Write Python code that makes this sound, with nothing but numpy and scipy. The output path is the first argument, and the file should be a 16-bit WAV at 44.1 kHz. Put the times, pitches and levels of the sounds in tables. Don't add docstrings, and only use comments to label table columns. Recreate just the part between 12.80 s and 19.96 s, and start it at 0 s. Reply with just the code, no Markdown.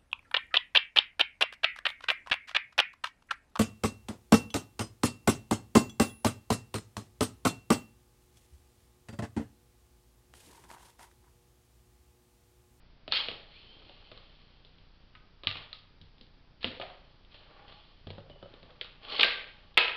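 import sys
import numpy as np
from scipy import signal
from scipy.fft import rfft, irfft
from scipy.io import wavfile
from scipy.ndimage import uniform_filter1d

SR = 44100
rng = np.random.default_rng(int(sys.argv[2]) if len(sys.argv) > 2 else 0)


def unload_audio(sound):
    columns = np.transpose(np.atleast_2d(sound))
    steps = np.round(np.clip(columns, -1, 1) * 32767)
    wavfile.write(sys.argv[1], SR, steps.astype(np.int16))


def how_loud(loudness_db):
    steps = np.asarray(loudness_db, float) / 20
    return 10 ** steps


N = 315756

# (frequency [Hz], gain [dB])
MIC = [(100, -3), (1000, 3), (1800, 6.5), (2600, 6), (3300, 7.5), (4300, 4.5), (5000, -4), (5600, -13.5),
       (6200, -46.5), (7000, -111)]


def rms1(x):
    return x / np.sqrt(np.mean(x ** 2))


def band(x, hz, width):
    return signal.lfilter(*signal.iirpeak(hz, hz / width, SR), x)


def band_twice(x, hz, width):
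    return band(band(x, hz, width), hz, width)


def slow_noise(size, n=N):
    return rms1(uniform_filter1d(rng.standard_normal(n), size=size))


def colour(x, points):
    size = 4096
    hz, db = np.transpose(points)
    bin_hz = np.arange(size // 2 + 1) * SR / size
    log_gain = np.interp(np.log(bin_hz + 1), np.log(hz), db) * np.log(10) / 20
    cepstrum = irfft(log_gain)
    cepstrum[1:size // 2] *= 2
    cepstrum[size // 2 + 1:] = 0
    impulse = irfft(np.exp(rfft(cepstrum)))
    return signal.fftconvolve(x, impulse)[:len(x)]


def add(out, s, x):
    i = int(s * SR)
    out[i:i + len(x)] += x[:len(out) - i]


def ring(modes, chance, scatter_db):
    hz, db, t60 = np.transpose(modes)[:, :, None]
    pitch_chance, level_chance = chance[:, :len(hz), None]
    sign = np.sign(chance[0, ::-1][:len(hz), None])
    t = np.arange(int(.3 * SR)) / SR
    waves = np.sin(2 * np.pi * hz * (1 + 0.064 * pitch_chance) * t)
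    waves = waves * np.exp(-np.log(1000) * t / t60)
    waves = waves * sign * np.clip(t / 0.0015, 0, 1)
    y = np.sum(how_loud(db + scatter_db * level_chance) * waves, axis=0)
    return y / np.max(np.abs(y))


def camera_noise():
    # (frequency [Hz], density [dB per Hz])
    hiss_spectrum = [(8.8, -13.5), (15, 3), (47, -4.5), (157, -10), (211, -14.5), (298, -18), (642, -22),
                     (1220, -23.5), (2050, -26.5), (3450, -26), (4200, -28), (4750, -25.5), (5510, -36.5),
                     (7160, -70.5), (12100, -120)]
    frame_hz, buzz_db, hiss_db, offset = 29.925, -62, -62, .0004
    frame = np.arange(N) / SR * frame_hz
    depth = how_loud(1.4 * rng.standard_normal(int(frame[-1]) + 1))[frame.astype(int)]
    saw = depth * (1 - 2 * (frame % 1) + 0.24 * np.sin(2 * np.pi * frame))
    buzz = signal.lfilter(*signal.butter(2, 600, fs=SR), saw)
    hiss = colour(rng.standard_normal(N), hiss_spectrum)
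    return how_loud(buzz_db) * rms1(buzz) + how_loud(hiss_db) * rms1(hiss) + offset


def basement():
    # (centre [Hz], t60 [s], level [dB])
    walls = [(125, 0.41, -2.5), (250, 0.33, -6), (560, 0.63, -1.5), (1120, 0.57, -1), (2024, 0.54, -11),
             (4470, 0.38, 1)]
    early_db, early_t60 = -8, 0.01
    t = np.arange(int(.6 * SR)) / SR
    echoes = rng.standard_normal(3 * SR) * how_loud(3.05 * slow_noise(60, 3 * SR))
    bands = np.array([band(echoes, hz, 0.98 * hz) for hz, t60, db in walls])
    fades = np.array([how_loud(db - 60 * t / t60) for hz, t60, db in walls])
    early = 1 + how_loud(early_db - 60 * t / early_t60)
    onset = np.clip((t - .002) / 0.001, 0, 1)
    fades = fades * early * onset

    def room():
        i = rng.integers(2 * SR)
        tail = np.sum(fades * bands[:, i:i + len(t)], axis=0)
        return tail / np.sqrt(np.sum(tail ** 2))
    return room


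def contacts():
    # (time [s], crack peak [dB], crack centre [Hz], knock level [dB], knock centre [Hz])
    slaps = [(.2781, -29, 3200, -41, 395), (0.3215, -11.5, 3700, -35.5, 1230),
             (0.3349, -15, 3720, -40, 700), (0.4845, -18.5, 3020, -40.5, 583),
             (0.5135, -28, 3480, -45, 425), (2.6344, -32, 3370, -49.5, 553),
             (2.6707, -9, 3090, -40.5, 1080), (2.7554, -29, 2930, -47, 890), (2.7696, -30, 2950, -61, 1480),
             (2.9289, -27.5, 3730, -57.5, 1300), (3.8433, -13.5, 2900, -34.5, 400),
             (4.0133, -26.5, 2250, -43.5, 678), (4.0214, -28.5, 2800, -44.5, 660),
             (6.0113, -21.5, 3040, -46.5, 610), (6.322, -30, 3520, -54, 597),
             (6.3925, -20, 2600, -36.5, 498), (6.3954, -12, 3000, -40, 1212),
             (6.4078, -12, 3300, -49.5, 571), (6.4116, -8.5, 3540, -37.5, 1310),
             (6.4338, -10, 2290, -37, 610), (6.4447, -11, 3600, -34, 528.6)]
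    # (time [s], crack peak [dB], crack centre [Hz], knock level [dB], knock centre [Hz])
    shot = [
        (6.4310, -2.2, 2600, -36, 1200),
    ]
    # (time [s], crack peak [dB], crack centre [Hz], knock level [dB], knock centre [Hz])
    wall_hits = [
        (6.9752, -1.45, 2600, -29, 1000),
        (6.9716, -10, 2500, -30, 950),
        (6.98, -11, 2500, -42, 280),
        (7.0925, -24, 2600, -44, 1000),
    ]
    # (time [s], knock level [dB], knock centre [Hz], crack above knock [dB])
    knocks = [(1.0194, -59, 565, 7), (1.0939, -54, 358, 10), (1.3151, -52, 456, 12), (3.998, -38, 480, 5.5),
              (4.0997, -54, 600, 13), (4.923, -56, 800, 15), (5.27, -43, 380, 6.5),
              (5.3028, -46.5, 318, 12.5), (5.3807, -45.5, 398, 2), (5.4975, -51, 336, 8),
              (5.6265, -47.5, 430, 3.5), (5.7378, -55, 380, 10), (5.8289, -56, 414, 14),
              (5.905, -57.5, 522, 13)]
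    # (time [s], crack peak [dB], crack centre [Hz], knock centre [Hz])
    ticks = [(1.3749, -40.5, 3380, 656), (1.848, -44, 3570, 335), (1.9838, -47.5, 3170, 266),
             (2.3514, -41.5, 2270, 1410), (2.6463, -34, 3293, 802), (3.2135, -42.5, 4000, 204.4),
             (3.3817, -49.5, 3970, 202), (3.4109, -39.5, 4100, 196), (3.8285, -31.5, 3640, 1200),
             (4.448, -49, 3220, 285), (4.5436, -41.5, 3080, 581), (4.8803, -42, 3440, 500),
             (6.0445, -34.5, 3200, 1320), (6.2493, -42, 3038, 546), (6.2846, -35, 3230, 1155),
             (6.9425, -47.5, 3400, 900), (6.4268, -25, 3000, 534)]
    puck_crack_hz, tick_knock_db = 3200, -20
    slap_room_db, wall_room_db, knock_room_db, tick_room_db = -3.5, 0.2, -2.5, -2
    rows = [(*row, slap_room_db) for row in slaps + shot]
    rows += [(*row, wall_room_db) for row in wall_hits]
    rows += [(s, db + over_db, puck_crack_hz, db, hz, knock_room_db) for s, db, hz, over_db in knocks]
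    rows += [(s, db, hz, db + tick_knock_db, knock_hz, tick_room_db) for s, db, hz, knock_hz in ticks]
    return rows


def blows(room):
    # (frequency [Hz], t60 [s])
    body = [(205, 0.052), (255, 0.033), (315, 0.025), (400, 0.038), (520, 0.056), (640, 0.03), (820, 0.017),
            (1000, 0.02), (1250, 0.056), (1570, 0.034), (2000, 0.0063)]
    delay_s, room_level_db = .0006, -4
    thump_db = -4
    out = np.zeros(N)
    t = np.arange(int(.03 * SR)) / SR
    click = 1. * (t == 0)
    for s, crack_db, hz, knock_db, knock_hz, room_db in contacts():
        chance, splinter = rng.standard_normal((2, len(body))), rng.standard_normal(len(t))
        push = click + 0.12 * splinter * np.exp(-t / 0.0039)
        crack = band_twice(push, hz, 0.78 * hz) + 0.056 * how_loud(1.7 * crack_db) * push
        crack = how_loud(crack_db) * crack / np.max(np.abs(colour(crack, MIC)))
        struck = [(f, -6 * np.log2(f / knock_hz) ** 2, t60) for f, t60 in body]
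        air = how_loud(knock_db + 5) * ring(struck, chance, 2)
        thump = band(band(push, knock_hz, 0.75 * knock_hz), knock_hz, 2.3 * knock_hz)
        air[:len(t)] += how_loud(knock_db + 5 + thump_db) * thump / np.max(np.abs(thump))
        add(out, s + delay_s, air)
        add(out, s + delay_s, crack)
        even = band_twice(click, hz, 0.9 * hz) + 0.022 * click
        air[:len(t)] += even * np.sqrt(np.sum(crack ** 2) / np.sum(even ** 2))
        add(out, s + delay_s, how_loud(room_db + room_level_db) * signal.fftconvolve(air, room()))
    return out


def slab_thuds():
    # (frequency [Hz], level [dB], t60 [s])
    slab = [(62, -25.5, 0.13), (100.1, 1.5, 0.31), (158.5, -6, 0.36), (234.5, -5.5, 0.13)]
    # (time [s], peak level [dB])
    thuds = [(0.283, -45.5), (0.483, -47), (0.515, -45.5), (1.316, -50.5), (2.353, -57), (2.669, -33.5),
             (2.754, -42), (3.213, -46.5), (3.845, -34.5), (3.999, -46.5), (5.269, -33.5), (5.303, -39.5),
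             (5.38, -39.5), (5.497, -47.5), (5.626, -47), (5.824, -51), (6.394, -51), (6.975, -48)]
    out = np.zeros(N)
    for s, db in thuds:
        add(out, s, how_loud(db) * ring(slab, rng.standard_normal((2, len(slab))), 0.68))
    return out


def slides():
    # (start [s], rise [s], fall per 20 dB [s], grit hiss level [dB], blade drone level [dB])
    strokes = [(0.306, 0.064, 0.045, -26, -50), (0.376, 0.024, 0.1937, -39.5, -45),
               (.66, 0.1, 1.58, -57.5, -71.5), (1.01, 0.34, 0.43, -71, -68), (2.7, 0.13, 0.05, -53.5, -53),
               (3.802, 0.015, 0.44, -52.5, -67), (3.995, 0.019, 0.58, -72, -64.5),
               (4.49, 0.062, 0.2, -57.5, -64), (4.58, 0.24, 0.12, -68, -55.5),
               (4.86, 0.036, 0.48, -58, -62), (5.26, .02, 1, -75, -66.5), (5.55, 0.12, 2.27, -69, -66),
               (6.21, 0.038, .5, -51, -52.5), (6.28, 0.049, 0.2057, -37, -47.5),
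               (6.35, 0.053, 0.11, -41.5, -42)]
    # (centre [Hz], width [Hz], level [dB])
    grit = [(2600, 200, -9.5), (3200, 720, -0.5), (4160, 510, -3.5)]
    # (centre [Hz], width [Hz], level [dB])
    blade = [(300, 150, -5), (450, 120, -3), (600, 50, 2), (820, 60, 1), (1150, 70, -1), (900, 900, -9)]
    t, hiss, drone = np.arange(N) / SR, 0, 0
    for s, rise, fall, hiss_db, drone_db in strokes:
        build = np.clip((t - s) / rise, 0, 1) ** 0.92
        press = build * how_loud(-20 * np.clip(t - s - rise, 0, None) / fall)
        hiss = hiss + press * how_loud(hiss_db - 7)
        drone = drone + press * how_loud(drone_db - 5.5)
    grains = (rng.random(N) < .12) * rng.standard_normal(N) * how_loud(1.0 * rng.exponential(size=N))
    scrape = sum(how_loud(db) * band(grains, hz, width) for hz, width, db in grit)
    high = rms1(scrape * how_loud(0.48 * slow_noise(500)))
    hum = sum(how_loud(db) * band(rng.standard_normal(N), hz, width) for hz, width, db in blade)
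    low = rms1(hum * how_loud(2.7 * slow_noise(700)))
    return hiss * high + drone * low


def pings():
    # (time [s], frequency [Hz], level [dB], t60 [s])
    rings = [
        (3.844, 250, -36, 0.22),
        (4.02, 728, -46, 0.38),
        (5.498, 2970, -65.5, 0.34),
        (5.625, 3020, -60.5, 0.19),
        (6.431, 1578, -38.5, 0.53),
        (6.976, 1220, -42, 0.433),
        (6.977, 2555, -33, 0.54),
        (.322, 1280, -48.5, 0.52),
    ]
    out = np.zeros(N)
    for s, hz, db, t60 in rings:
        t = np.arange(int(t60 * SR)) / SR
        tone = rms1(band_twice(rng.standard_normal(len(t)), hz, 0.037 * hz + 30))
        add(out, s, how_loud(db - 60 * t / t60) * tone)
    return out


def squeak():
    # (time [s], length [s], from [Hz], to [Hz], level [dB])
    glides = [
        (.72, .1, 2000, 2950, -68),
        (.83, .17, 3000, 3230, -67),
        (4.72, .13, 800, 810, -64),
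        (4.89, .14, 780, 870, -66),
        (5.05, .1, 790, 870, -72),
    ]
    out = np.zeros(N)
    rough = 1 + .7 * slow_noise(400)
    for s, length, from_hz, to_hz, db in glides:
        u = np.arange(int(length * SR)) / (length * SR)
        phase = 2 * np.pi * np.cumsum(from_hz + (to_hz - from_hz) * u) / SR
        add(out, s, how_loud(db) * np.sin(np.pi * u) * np.sin(phase))
    return out * rough


def roll():
    start_s, length_s, hz, width_hz, db = 0.744, 0.46, 295, 260, -66.5
    u = np.clip((np.arange(N) / SR - start_s) / length_s, 0, 1)
    bumps = how_loud(1.4 * slow_noise(900))
    rumble = rms1(band(band(rng.standard_normal(N), hz, width_hz), hz, 2 * width_hz))
    return how_loud(db) * np.sin(np.pi * u) * bumps * rumble


def scene():
    room = basement()
    struck = blows(room) + slab_thuds() + pings()
    rub = slides() + squeak() + roll()
    rub_echo = how_loud(-8) * signal.fftconvolve(rub, room())[:N]
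    return (struck + rub + rub_echo)[None]


def top_cut(x):
    return signal.sosfilt(signal.butter(12, 16000, fs=SR, output="sos"), x)


def record(dry):
    ceiling = .7
    x = colour(dry[0], MIC) + camera_noise()
    return top_cut(np.clip(x, -ceiling, ceiling)[None])


dry = scene()
out = record(dry)
unload_audio(out)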